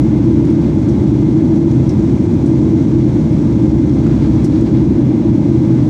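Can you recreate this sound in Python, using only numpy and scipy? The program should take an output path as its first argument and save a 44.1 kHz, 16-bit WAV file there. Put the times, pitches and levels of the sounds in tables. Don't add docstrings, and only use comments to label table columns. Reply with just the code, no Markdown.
import sys
import numpy as np
from scipy import signal
from scipy.fft import rfft, irfft
from scipy.io import wavfile
from scipy.ndimage import uniform_filter1d, minimum_filter1d

SR = 44100
rng = np.random.default_rng(int(sys.argv[2]) if len(sys.argv) > 2 else 0)


def file_out(sig):
    cols = np.atleast_2d(sig).T
    lim = np.clip(cols, -1, 1)
    pcm = np.round(lim * 32767).astype(np.int16)
    wavfile.write(sys.argv[1], SR, pcm)


N = 259749

# f/Hz, density/(dB per Hz)
AIR_SPECTRUM = [(300, -80.5), (1000, -70), (1300, -75), (1600, -76), (1920, -80), (2350, -78.5),
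                (2600, -83), (3000, -84.5), (4000, -84), (4900, -86), (6400, -85.5), (7500, -90.5),
                (8400, -93.5), (10000, -102), (11200, -115), (14000, -127)]
# f/Hz, width/Hz, lift/dB
DUCT_MODES = [(2120, 170, 3), (2760, 100, 1.5), (3370, 220, 4), (3880, 150, 2.5), (5650, 320, 2.5)]
# t/s, gain/dB
HISS_TREBLE = [(0, -1.2), (1.3, -.7), (2.1, .2), (3.4, 0), (4.5, 0), (5.05, -2.5), (5.4, -1.3), (5.8, -.2)]
# f/Hz, level/dB
FAN_TONES = [(522, -49), (959, -52.5), (1180, -62), (1585, -66)]
# t/s, level/dB
WHINE_LEVEL = [(0, -54), (.5, -57.5), (3.2, -58), (4.2, -60), (5.89, -58)]
# t/s, length/s, level at mid-stroke/dB, tilt/(dB per octave)
RUBS = [(0, .3, -46.5, -7), (.42, .11, -46.5, -3), (.58, .14, -48, -4), (3.9, .4, -44, -4),
        (4.18, .11, -42, -2), (4.28, .25, -45.5, -2), (4.5, .11, -45, 0), (4.62, .1, -45.5, 1),
        (4.7, .15, -47, 0), (5.62, .27, -45.5, -6)]
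# f/Hz, relative level/dB
RUB_COLOUR = [(300, -24), (800, -1), (1400, 0), (2800, -4), (4700, -3.5), (6000, -13), (9000, -24),
              (14000, -45)]
# ring f/Hz, t/s, level/dB, 60 dB decay/s, tilt/(dB per octave), snap/dB, ring lift/dB
TICKS = [(4200, .449, -42, .16, -4, 0, 5), (9200, .502, -42.5, .06, -3, 0, 10),
         (5800, .886, -37.5, .12, -4, 0, 8), (5800, 1.558, -40, .055, -2, 0, 6),
         (5900, 1.713, -36, .025, -7, 3, 7), (5800, 1.893, -32.5, .09, -7.5, 7, 9),
         (5800, 1.994, -39, .025, -6, 4, 8), (8400, 2.46, -37.5, .07, -2, 0, 6),
         (3400, 3.894, -35, .025, -8, 0, 6), (6500, 4.067, -36.5, .03, -3, 0, 6),
         (5200, 4.442, -32.5, .1, 2, 0, 7), (3500, 4.609, -39, .04, -2, 0, 6),
         (3900, 4.769, -36, .055, -14, 0, 6)]
# f/Hz, relative level/dB
TICK_COLOUR = [(1500, -20), (3200, -9), (5800, 0), (9000, -4), (11000, -14), (15000, -25)]
# ring f/Hz, t/s, level/dB, 60 dB decay/s
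KNOCKS = [(1130, .467, -31, .06), (1010, .676, -30, .035), (1250, 2.914, -29, .05),
          (1300, 4.063, -28.5, .07), (1700, 4.238, -30.5, .11), (1500, 4.748, -29, .04)]
# f/Hz, relative level/dB
KNOCK_COLOUR = [(200, -6), (700, 0), (1500, -5), (2800, -9), (5000, -24), (12000, -50)]
# t/s, level/dB
UPPER_HUM_LEVEL = [(0, -19), (.68, -19.5), (.87, -38), (1.1, -19), (1.45, -16), (1.8, -23), (1.97, -36),
                   (2.25, -24), (2.85, -20.5), (3.25, -27.5), (3.9, -22.5), (5, -21.5), (5.35, -17.5),
                   (5.7, -18.5), (5.89, -31)]
# t/s, level/dB
SLOW_SHAFT_LEVEL = [(0, -24.5), (1.6, -29), (2.1, -37.5), (3.3, -29.5), (4.1, -23), (4.9, -26.5),
                    (5.4, -41)]
# t/s, level/dB
FAST_SHAFT_LEVEL = [(0, -27), (1.5, -29), (1.83, -14), (2.1, -34.5), (3.25, -22), (3.6, -31.5),
                    (4.3, -20.5), (4.6, -24.5), (5.2, -14), (5.5, -28), (5.8, -17.5)]
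# f/Hz, density/(dB per Hz)
ROAR_SPECTRUM = [(20, -81), (36, -74), (49, -48), (80, -43.5), (125, -38.5), (190, -43.5), (280, -40.5),
                 (340, -37.5), (380, -49.5), (470, -56.5), (620, -58.5), (700, -65.5), (1000, -69.5),
                 (1500, -108.5)]
# f/Hz, width/Hz, lift/dB
CABIN_MODES = [(91, 22, 0.5), (128.2, 16, 4.5), (156.5, 34, 4), (213.8, 37.7, 7.5), (249, 22, 3),
               (296, 34, 6), (318.6, 46, 2), (425, 22, 2), (540, 64, 1.5), (852, 110, 5.5)]
# t/s, level/dB
DRONE_LEVEL = [(0, -17.5), (.35, -14.5), (.8, -16.5), (2, -16), (3.05, -14.5), (3.25, -19.5), (3.65, -14.5),
               (3.95, -14.5), (4.17, -18.5), (4.45, -15), (5.89, -17)]


def from_db(db):
    return 10 ** (np.asarray(db) / 20)


def rms_one(x):
    return x / np.sqrt(np.mean(x ** 2) + 1e-20)


def in_time(curve):
    return np.interp(np.arange(N) / SR, *np.transpose(curve))


def bin_hz(n=N):
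    return np.maximum(np.arange(n // 2 + 1) * SR / n, 1)


def drift(rate_hz):
    return rms_one(irfft(rfft(rng.standard_normal(N)) / (1 + (bin_hz() / rate_hz) ** 2) ** 2, N))


def coloured_noise(spectrum, modes=()):
    hz = bin_hz()
    points_hz, points_db = np.transpose(spectrum)
    density_db = np.interp(np.log(hz), np.log(points_hz), points_db)
    for centre_hz, width_hz, lift_db in modes:
        density_db += lift_db / (1 + 2 * ((hz - centre_hz) / width_hz) ** 2) ** 2
    return irfft(rfft(rng.standard_normal(N)) * from_db(density_db), N) * np.sqrt(SR / 2)


def evened(x, span_s=.12):
    return x / np.sqrt(uniform_filter1d(x ** 2, int(span_s * SR)) + 1e-20)


def wavering_tone(hz, wander, rate_hz):
    pitch_hz = hz * (1 + wander * drift(rate_hz))
    return np.sqrt(2) * np.sin(2 * np.pi * (np.cumsum(pitch_hz) / SR + rng.random()))


def ventilation(flutter_db=.25, treble_from_hz=4500):
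    hiss = coloured_noise(AIR_SPECTRUM, DUCT_MODES) * from_db(flutter_db * drift(16))
    body = irfft(rfft(hiss) / (1 + (bin_hz() / treble_from_hz) ** 10), N)
    treble = (hiss - body) * from_db(in_time(HISS_TREBLE))
    fans = sum(from_db(db) * wavering_tone(hz, wander=.00091, rate_hz=5.5) for hz, db in FAN_TONES)
    return body + treble + fans


def compressor_whine(hz=2072, swell_db=2):
    level_db = in_time(WHINE_LEVEL) + swell_db * drift(15)
    return from_db(level_db) * wavering_tone(hz, wander=.0085, rate_hz=55)


def cloth_rustle(grain_db=1.3, grain_hz=150, pivot_hz=2500):
    t, rubs = np.arange(N) / SR, 0
    grain = rms_one(from_db(grain_db * drift(grain_hz)))
    for start_s, length_s, level_db, tilt_db in RUBS:
        colour = [(hz, db + tilt_db * np.log2(hz / pivot_hz)) for hz, db in RUB_COLOUR]
        stroke = np.sin(np.pi * np.clip((t - start_s) / length_s, 0, 1))
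        rubs += from_db(level_db) * stroke * rms_one(coloured_noise(colour))
    return rubs * grain


def contact(colour, ring_hz, start_s, level_db, t60, tilt_db=0, snap_db=0, ring_db=6,
            pivot_hz=6000, trim_db=-3.5, ring_width=.1, attack_s=.0007, snap_s=.002):
    n = SR // 4
    t, hz = np.arange(n) / SR, bin_hz(n)
    points_hz, points_db = np.transpose(colour)
    octaves = np.log2(np.maximum(hz, points_hz[0]) / pivot_hz)
    colour_db = np.interp(np.log(hz), np.log(points_hz), points_db)
    colour_db += tilt_db * octaves
    colour_db += ring_db / (1 + ((hz / ring_hz - 1) / ring_width) ** 2)
    burst = rms_one(irfft(rfft(rng.standard_normal(n)) * from_db(colour_db), n))
    gain = from_db(level_db + trim_db + snap_db / (1 + (t / snap_s) ** 4))
    envelope = np.minimum(t / attack_s, 1) * from_db(-60 * t / t60)
    return np.pad(burst * gain * envelope, (int(start_s * SR), N))[:N]


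def ticks_and_knocks():
    ticks = sum(contact(TICK_COLOUR, *row) for row in TICKS)
    knocks = sum(contact(KNOCK_COLOUR, *row) for row in KNOCKS)
    return ticks + knocks


def upper_hum(hz=328.9, flutter_db=.5):
    level_db = in_time(UPPER_HUM_LEVEL) + flutter_db * drift(9.8)
    return from_db(level_db) * wavering_tone(hz, wander=.01494, rate_hz=10.98)


def shaft_hum(slow_hz=66.7, fast_hz=126.7):
    return sum(from_db(in_time(level)) * wavering_tone(hz, wander=.015, rate_hz=9.5)
               for hz, level in [(slow_hz, SLOW_SHAFT_LEVEL), (fast_hz, FAST_SHAFT_LEVEL)])


def hull_roar(edges_hz=(190, 270, 400), rumble_db=-14.5, middle_db=-17.5, swell_db=.73):
    spectrum = rfft(coloured_noise(ROAR_SPECTRUM, CABIN_MODES))
    below_middle, below_drone, below_top = (1 / (1 + (bin_hz() / edge) ** 20) for edge in edges_hz)
    rumble = from_db(rumble_db) * evened(irfft(spectrum * below_middle, N))
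    middle = evened(irfft(spectrum * (below_drone - below_middle), N))
    middle *= from_db(middle_db + swell_db * drift(15))
    drone = evened(irfft(spectrum * (below_top - below_drone), N))
    drone *= from_db(in_time(DRONE_LEVEL))
    top = irfft(spectrum * (1 - below_top), N)
    return rumble + middle + drone + top


def scene():
    through_wall = hull_roar() + shaft_hum() + upper_hum() + compressor_whine()
    in_cabin = ventilation() + cloth_rustle() + ticks_and_knocks()
    return (through_wall + in_cabin)[None]


def record(dry, ceiling=.83, hold_s=.016, cutoff_hz=14600):
    hold = int(hold_s * SR)
    needed_gain = np.minimum(1, ceiling / (np.abs(dry) + 1e-9))
    smooth_gain = uniform_filter1d(minimum_filter1d(needed_gain, hold), hold)
    lowpass = signal.ellip(10, .1, 80, cutoff_hz, fs=SR, output="sos")
    return signal.sosfilt(lowpass, dry * smooth_gain)


dry = scene()
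out = record(dry)
file_out(out)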